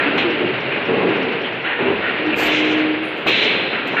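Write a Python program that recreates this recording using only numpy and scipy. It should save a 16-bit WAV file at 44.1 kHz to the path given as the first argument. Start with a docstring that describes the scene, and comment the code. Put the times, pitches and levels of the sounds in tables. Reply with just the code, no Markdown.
"""A blow molding machine cycles in a loud factory hall, heard from just in front of its open guard.
The mold carriage thuds, booms and knocks against its stops; steel parts clank and the linkage ticks.
Pneumatic valves dump air in bursts that die away in the hall, and a drive hums through one stroke.
Pump motors and the din of other machines lie underneath; the guard's panels colour it all."""
import sys
import numpy as np
from scipy import signal
from scipy.fft import rfft, irfft
from scipy.io import wavfile

SR = 44100
rng = np.random.default_rng(int(sys.argv[2]) if len(sys.argv) > 2 else 0)


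def digitize_waveform(pressure):
    """Quantize a signal to 16-bit integers and store it at the path in sys.argv[1].

    Rows of a 2-D input are taken as channels; values are limited to [-1, 1].
    """
    field = np.atleast_2d(pressure).T
    bounded = np.clip(field, -1, 1)
    quanta = np.round(bounded * 32767).astype(np.int16)
    wavfile.write(sys.argv[1], SR, quanta)


N = 176400
TIME, BINS_HZ = np.arange(N) / SR, np.fft.rfftfreq(N, 1 / SR)


def carriage(rise_s=0.0095):
    """Each carriage move shakes the frame and booms a panel."""
    # moves: t/s, level/dB, hold/s, t60/s, boom f/Hz, glide/(Hz/s), boom/dB
    thuds = [(0.044, -22, 0.04, 0.34, 283, 35, 17), (0.158, -25, 0.047, 0.21, 305, -200, -7),
             (0.24, -19, 0.042, 0.24, 364.5, -550, 13.5), (0.402, -20, 0.033, 0.27, 367, -300, 2),
             (0.482, -24, 0.018, 0.2, 370, -1, 5.5), (0.878, -18.5, 0.076, 0.63, 440, 202, -8.5),
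             (1, -18, .05, 0.31, 439, -600, -12), (1.042, -20, 0.11, 0.69, 349.2, -450, -3),
             (1.241, -25, 0.11, 0.57, 457, 1, 4.5), (1.804, -20, 0.058, 0.11, 385, 0, -2),
             (1.874, -18, 0.038, 0.37, 390, 306, -3), (2.362, -26.5, 0.074, 0.23, 412, 4, -7),
             (3.35, -27.5, 0.19, 0.53, 443.3, -90, 1.5), (3.851, -28.5, 0.067, 0.3, 273, 5, 0)]
    # frame spectrum: f/Hz, level/dB
    frame = [(20, -58), (60, -28), (130, -5.5), (240, 7), (430, 6), (560, -1), (750, -5.5), (1100, -5.5),
             (1800, -26), (3000, -40), (5000, -70.5), (15000, -92.5)]
    out = np.zeros(N)
    for start, db, hold, t60, hz, glide, boom_db in thuds:
        body = colour(rattle(), spectrum(frame)) + amp(boom_db) * boom(start, hz, glide)
        out += amp(db) * unit(body) * envelope(start, rise_s, hold, t60)
    return out


def boom(start_s, hz, glide_hz_per_s, glide_s=0.25, roughness=0.49, rough_hz=49):
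    """A panel rings unsteadily, its pitch sliding with the speed of the carriage."""
    pitch_hz = hz + glide_hz_per_s * np.clip(TIME - start_s, 0, glide_s)
    swing = 1 + roughness * (wander(rough_hz) + 1j * wander(rough_hz))
    phase = 2 * np.pi * (np.cumsum(pitch_hz) / SR + rng.random())
    return unit((swing * np.exp(1j * phase)).real)


def mold_stops(rise_s=0.002):
    """The mold knocks against its hard stops."""
    # knocks: t/s, level/dB, hold/s, t60/s
    knocks = [(0.174, -22.5, 0.0085, 0.21), (1.787, -23, 0.013, 0.41), (2.466, -25, .02, 0.19),
              (3.261, -13.5, 0.006, 0.05), (3.279, -20, 0.011, 0.16), (3.934, -21, 0.0058, 0.16)]
    # knock spectrum: f/Hz, level/dB
    body = [(20, -42.5), (70, -36.5), (160, -3.5), (400, 6), (620, -2.5), (900, -1), (1450, -7),
            (2500, -17.5), (4000, -35.5), (5500, -68), (15000, -71.5)]
    return sum(amp(db) * colour(rattle(), spectrum(body)) * envelope(start, rise_s, hold, t60)
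               for start, db, hold, t60 in knocks)


def bed_shudders(rise_s=0.0097):
    """The machine bed shudders in narrow, deep bands of noise."""
    # shudders: t/s, level/dB, hold/s, t60/s, f/Hz
    shudders = [(0.168, -45.5, .04, 0.36, 76), (0.428, -36.5, 0.21, 0.94, 128.4), (1.85, -40, .1, 0.65, 91),
                (2.326, -45, 0.074, 0.26, 64.6), (2.445, -43, .02, .25, 68.7),
                (3.27, -35, 0.014, 0.31, 133)]
    return sum(amp(db) * noise(resonance(hz, 54) ** 2) * envelope(start, rise_s, hold, t60)
               for start, db, hold, t60, hz in shudders)


def clanks():
    """Steel parts chatter against each other and ring."""
    # hits: t/s, level/dB, rise/s, hold/s, t60/s, ring/dB, clatter f/Hz, clatter/dB
    hits = [(-.01, -20.5, .007, 0.018, 1, -6, 1580, -2.5), (0.702, -25, .007, .04, 0.79, -23, 2200, -3),
            (1.06, -30, .007, 0.1, 0.6, -13, 2220, -2.5), (1.433, -25.5, .01, 0.013, 0.12, -22, 3050, 2),
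            (1.628, -20.5, 0.026, 0.035, 1, -10, 2080, -14),
            (1.712, -22.5, 0.0025, 0.012, 0.22, 2, 1880, 4),
            (1.781, -23.5, 0.0081, 0.096, 0.55, -6, 1580, -14), (2.018, -22, .012, 0.031, 1, 0, 1900, -7),
            (2.327, -18, .003, 0.012, 0.07, -12, 2580, 6), (2.377, -21, .012, 0.061, 0.45, -20, 1580, -18),
            (3.725, -24, .007, 0.03, 0.98, -21, 1410, -7.5), (3.966, -17, .003, 0.022, .5, 4, 1760, 0)]
    # steel spectrum: f/Hz, level/dB
    steel = [(20, -63), (300, -4), (950, -2), (1250, -5), (1550, 1), (2100, 1), (2750, 2), (3300, -8),
             (4200, -19.5), (5000, -56.5), (7000, -79), (15000, -78)]
    # steel modes: f/Hz, width/Hz, level/dB
    modes = [(1350, 11, 5.5), (1470, 78, 1), (1835, 64, 4), (1890, 36, 4.5), (2273, 30, 3.5), (2710, 43, 2)]
    ring_gain = sum(amp(db) * resonance(hz, width) for hz, width, db in modes)
    out = np.zeros(N)
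    for start, db, rise, hold, t60, ring_db, hz, clatter_db in hits:
        clatter = amp(clatter_db) * colour(rattle(), resonance(hz, 1000) ** 3)
        body = colour(rattle(), spectrum(steel))
        ring = amp(ring_db) * colour(rattle(), ring_gain)
        out += amp(db) * unit(body + clatter + ring) * envelope(start, rise, hold, t60)
    return out


def linkage(rise_s=0.0038, hold_s=0.0049, t60_s=0.092):
    """The linkage takes up its play with small bright ticks."""
    # ticks: t/s, level/dB
    ticks = [(.3, -50), (.6, -52), (.852, -53), (1.09, -56), (1.16, -53), (1.225, -53), (1.32, -56.5),
             (1.413, -53.5), (1.525, -57), (1.618, -58), (2.26, -52.5)]
    # tick spectrum: f/Hz, level/dB
    tick = [(20, -55.5), (2500, -14), (4500, 2), (5600, 2), (7400, -35.5), (8500, -43.5), (15000, -59.5)]
    level = sum(amp(db) * envelope(start, rise_s, hold_s, t60_s) for start, db in ticks)
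    return level * colour(rattle(), spectrum(tick))


def exhausts(sputter_db=3, sputter_hz=16, hiss_t60_ratio=0.42, shelf_from_hz=3100, shelf_full_hz=3760):
    """Air roars out through a pipe and silencer; its hiss dies first."""
    # bursts: t/s, level/dB, rise/s, hold/s, t60/s, treble shelf/dB, hiss/dB
    bursts = [(0.177, -19, 0.0039, 0.011, 0.29, -9, -25), (2.409, -19.5, 0.07, 0.12, 1.02, -11.5, -25.5),
              (2.673, -33, 0.013, 0.039, 0.86, -16, -16.5), (3.264, -16.5, 0.012, 0.17, 1.42, -6, -30),
              (3.87, -30, .008, 0.017, 1.8, -11, -27)]
    # silencer spectrum: f/Hz, level/dB
    silencer = [(20, -58.5), (400, -15), (1200, -21.5), (1700, -9.5), (2300, 0.5), (2850, -2), (3300, -3.5),
                (4150, -1), (4400, -17), (4900, -24.5), (6000, -37), (7800, -69.5), (9500, -73),
                (15000, -76)]
    # pipe resonances: f/Hz, width/Hz, gain/dB
    modes = [(2120, 38, 2), (2154, 24, 7), (2320, 52, -2), (2300, 35, 5.5), (2635, 100, 7), (2900, 80, 3.5),
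             (3150, 39, 4.5), (3286, 100, 5), (3530, 47, 8.5), (3640, 69, 2.5), (3890, 51, 6),
             (4056, 98, 4)]
    # hiss spectrum: f/Hz, level/dB
    hiss_band = [(20, -60), (3500, -9), (4600, 15), (6000, 13.5), (7700, 2.5), (9200, -35), (15000, -31)]
    pipe = spectrum(silencer) * amp(sum(db * resonance(hz, width) for hz, width, db in modes))
    out = np.zeros(N)
    for start, db, rise, hold, t60, shelf_db, hiss_db in bursts:
        shelf = spectrum([(shelf_from_hz, 0), (shelf_full_hz, shelf_db)])
        roar = noise(pipe * shelf) * envelope(start, rise, hold, t60)
        hiss = amp(hiss_db + sputter_db * wander(sputter_hz)) * noise(spectrum(hiss_band))
        out += amp(db) * (roar + hiss * envelope(start, rise, hold, t60 * hiss_t60_ratio))
    return out


def valve_jets(whistle_hz=9500, width_hz=230, sputter_db=2, sputter_hz=35):
    """Thin jets sputter and whistle straight from the valve."""
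    # jets: t/s, level/dB, rise/s, hold/s, t60/s, whistle/dB
    jets = [(0.166, -59, .008, 0.012, 0.1, -28), (2.353, -34, 0.044, 0.074, 0.13, -25),
            (3.029, -58.5, 0.01, 0.031, 0.4, 1), (3.16, -63, .015, 0.057, .1, -25),
            (3.26, -41.5, 0.018, 0.013, 0.096, -40), (3.396, -61, 0.011, 0.022, 0.078, 10),
            (3.867, -48.5, 0.0076, 0.012, 0.042, -28)]
    # jet spectrum: f/Hz, level/dB
    jet_band = [(20, -57), (3000, 4), (4600, 7.5), (5300, -2.5), (7500, -0.5), (9000, -12.5), (10500, -24),
                (12100, -4), (14100, 0), (14700, -16)]
    out = np.zeros(N)
    for start, db, rise, hold, t60, whistle_db in jets:
        rush = noise(spectrum(jet_band))
        whistle = amp(whistle_db) * noise(resonance(whistle_hz, width_hz))
        level = amp(db + sputter_db * wander(sputter_hz))
        out += level * unit(rush + whistle) * envelope(start, rise, hold, t60)
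    return out


def drive(waver_hz=1.4, waver_db=0.16):
    """A nearly pure hum swells as the drive runs its stroke."""
    # stroke: t/s, f/Hz, level/dB
    stroke = [(2.12, 298, -45), (2.23, 305.8, -28.5), (2.29, 307, -17.5), (2.34, 309, -30),
              (2.55, 308, -23.5), (2.721, 309, -19), (2.916, 309, -19), (2.96, 304.8, -28),
              (3.02, 318.7, -23.5), (3.07, 313, -34.5), (3.18, 313.3, -33), (3.27, 320, -68)]
    times, hz, db = np.transpose(stroke)
    pitch_hz = np.interp(TIME, times, hz) + waver_hz * wander(rate_hz=28)
    level_db = np.interp(TIME, times, db, left=-120, right=-120) - waver_db * wander(rate_hz=6.2)
    return tone(level_db, pitch_hz)


def pumps(waver_db=3, waver_hz=6):
    """Pump motors hum in faint wavering lines."""
    # motor lines: f/Hz, level/dB
    lines = [(121, -53.5), (470, -44)]
    return sum(tone(db + waver_db * wander(rate_hz=2.5), hz + waver_hz * wander(rate_hz=8))
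               for hz, db in lines)


def din(split_hz=700, throb_db=0.1, throb_hz=25, flutter_db=0.8, flutter_hz=30):
    """Other machines: a rumble under a fluttering clatter."""
    # hall spectrum: f/Hz, level/dB
    hall_band = [(20, -42), (45, -26.5), (85, -19.5), (125, -8), (210, -2.5), (380, 3.5), (620, -2.5),
                 (1150, -8), (1700, -5), (2700, -2), (3300, -12), (4200, -22), (5000, -37.5), (6500, -71),
                 (9000, -96.5), (15000, -69)]
    # din contour: t/s, level/dB
    contour = [(0, -20), (.3, -20), (.62, -22.5), (.8, -22), (1.2, -21), (1.42, -23), (1.6, -26),
               (1.75, -30.5), (2, -23), (2.3, -21.5), (2.8, -20.5), (3.1, -25.5), (3.25, -25), (3.5, -20.5),
               (3.85, -25.5), (4, -24)]
    hall = noise(spectrum(hall_band))
    lows = irfft(rfft(hall) / (1 + (BINS_HZ / split_hz) ** 4), N)
    rumble = lows * amp(-throb_db * wander(throb_hz))
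    clatter = (hall - lows) * amp(flutter_db * wander(flutter_hz))
    return (rumble + clatter) * amp(np.interp(TIME, *np.transpose(contour)))


def guard(x):
    """The guard's panels lift or cut narrow bands."""
    # panel resonances: f/Hz, width/Hz, gain/dB
    modes = [(122, 17, 1), (242.6, 25, -1), (348, 8.4, -0.5), (436, 120, 0.5), (590, 7.6, 4.5),
             (780, 31, 0), (1380, 55, 2.5), (1595, 37, 3), (2620, 27, -6.5), (2900, 62, -1)]
    return x + sum((amp(db) - 1) * signal.lfilter(*signal.iirpeak(hz, hz / width, fs=SR), x)
                   for hz, width, db in modes)


def amp(db):
    """dB to gain."""
    return 10 ** (np.asarray(db) / 20)


def unit(x):
    """Scale to unit rms."""
    return x / np.sqrt(np.mean(x ** 2) + 1e-20)


def spectrum(points):
    """Gain per bin from (f/Hz, level/dB) points."""
    hz, db = np.transpose(points)
    return amp(np.interp(np.log(BINS_HZ + 1), np.log(hz), db))


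def resonance(hz, width_hz):
    """Gain per bin of one peak."""
    return 1 / (1 + ((BINS_HZ - hz) / (0.51 * width_hz)) ** 2)


def colour(x, gain):
    """Filter, then scale to unit rms."""
    return unit(irfft(rfft(x) * gain, N))


def noise(gain):
    """Coloured noise, unit rms."""
    return colour(rng.standard_normal(N), gain)


def wander(rate_hz):
    """Smooth random motion, unit rms."""
    return noise(np.exp(-(BINS_HZ / rate_hz) ** 2))


def tone(rms_db, pitch_hz):
    """Sine along a pitch curve."""
    return np.sqrt(2) * amp(rms_db) * np.sin(2 * np.pi * np.cumsum(pitch_hz) / SR)


def rattle(hits_per_s=6000, spread_db=0.5):
    """Dense small impacts of uneven size."""
    size = amp(spread_db * np.minimum(rng.exponential(1, N), 4))
    return size * rng.choice([-1., 1.], N) * (rng.random(N) < hits_per_s / SR)


def envelope(start_s, rise_s, hold_s, t60_s):
    """Rise, hold, then die away in the hall."""
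    age_s = TIME - start_s
    return np.clip(age_s / rise_s, 0, 1) * amp(-60 * np.maximum(age_s - rise_s - hold_s, 0) / t60_s)


def scene():
    """All sources in mono, coloured by the guard."""
    background = din() + pumps()
    mechanics = carriage() + mold_stops() + bed_shudders() + clanks() + linkage()
    air = exhausts() + valve_jets()
    return guard(background + mechanics + air + drive())[None]


def record(dry):
    """Steep low-pass at 14.4 kHz."""
    taps = signal.firwin(511, 14400, window=("kaiser", 9), fs=SR)
    return signal.oaconvolve(dry, taps[None], "same")


dry = scene()
out = record(dry)
digitize_waveform(out)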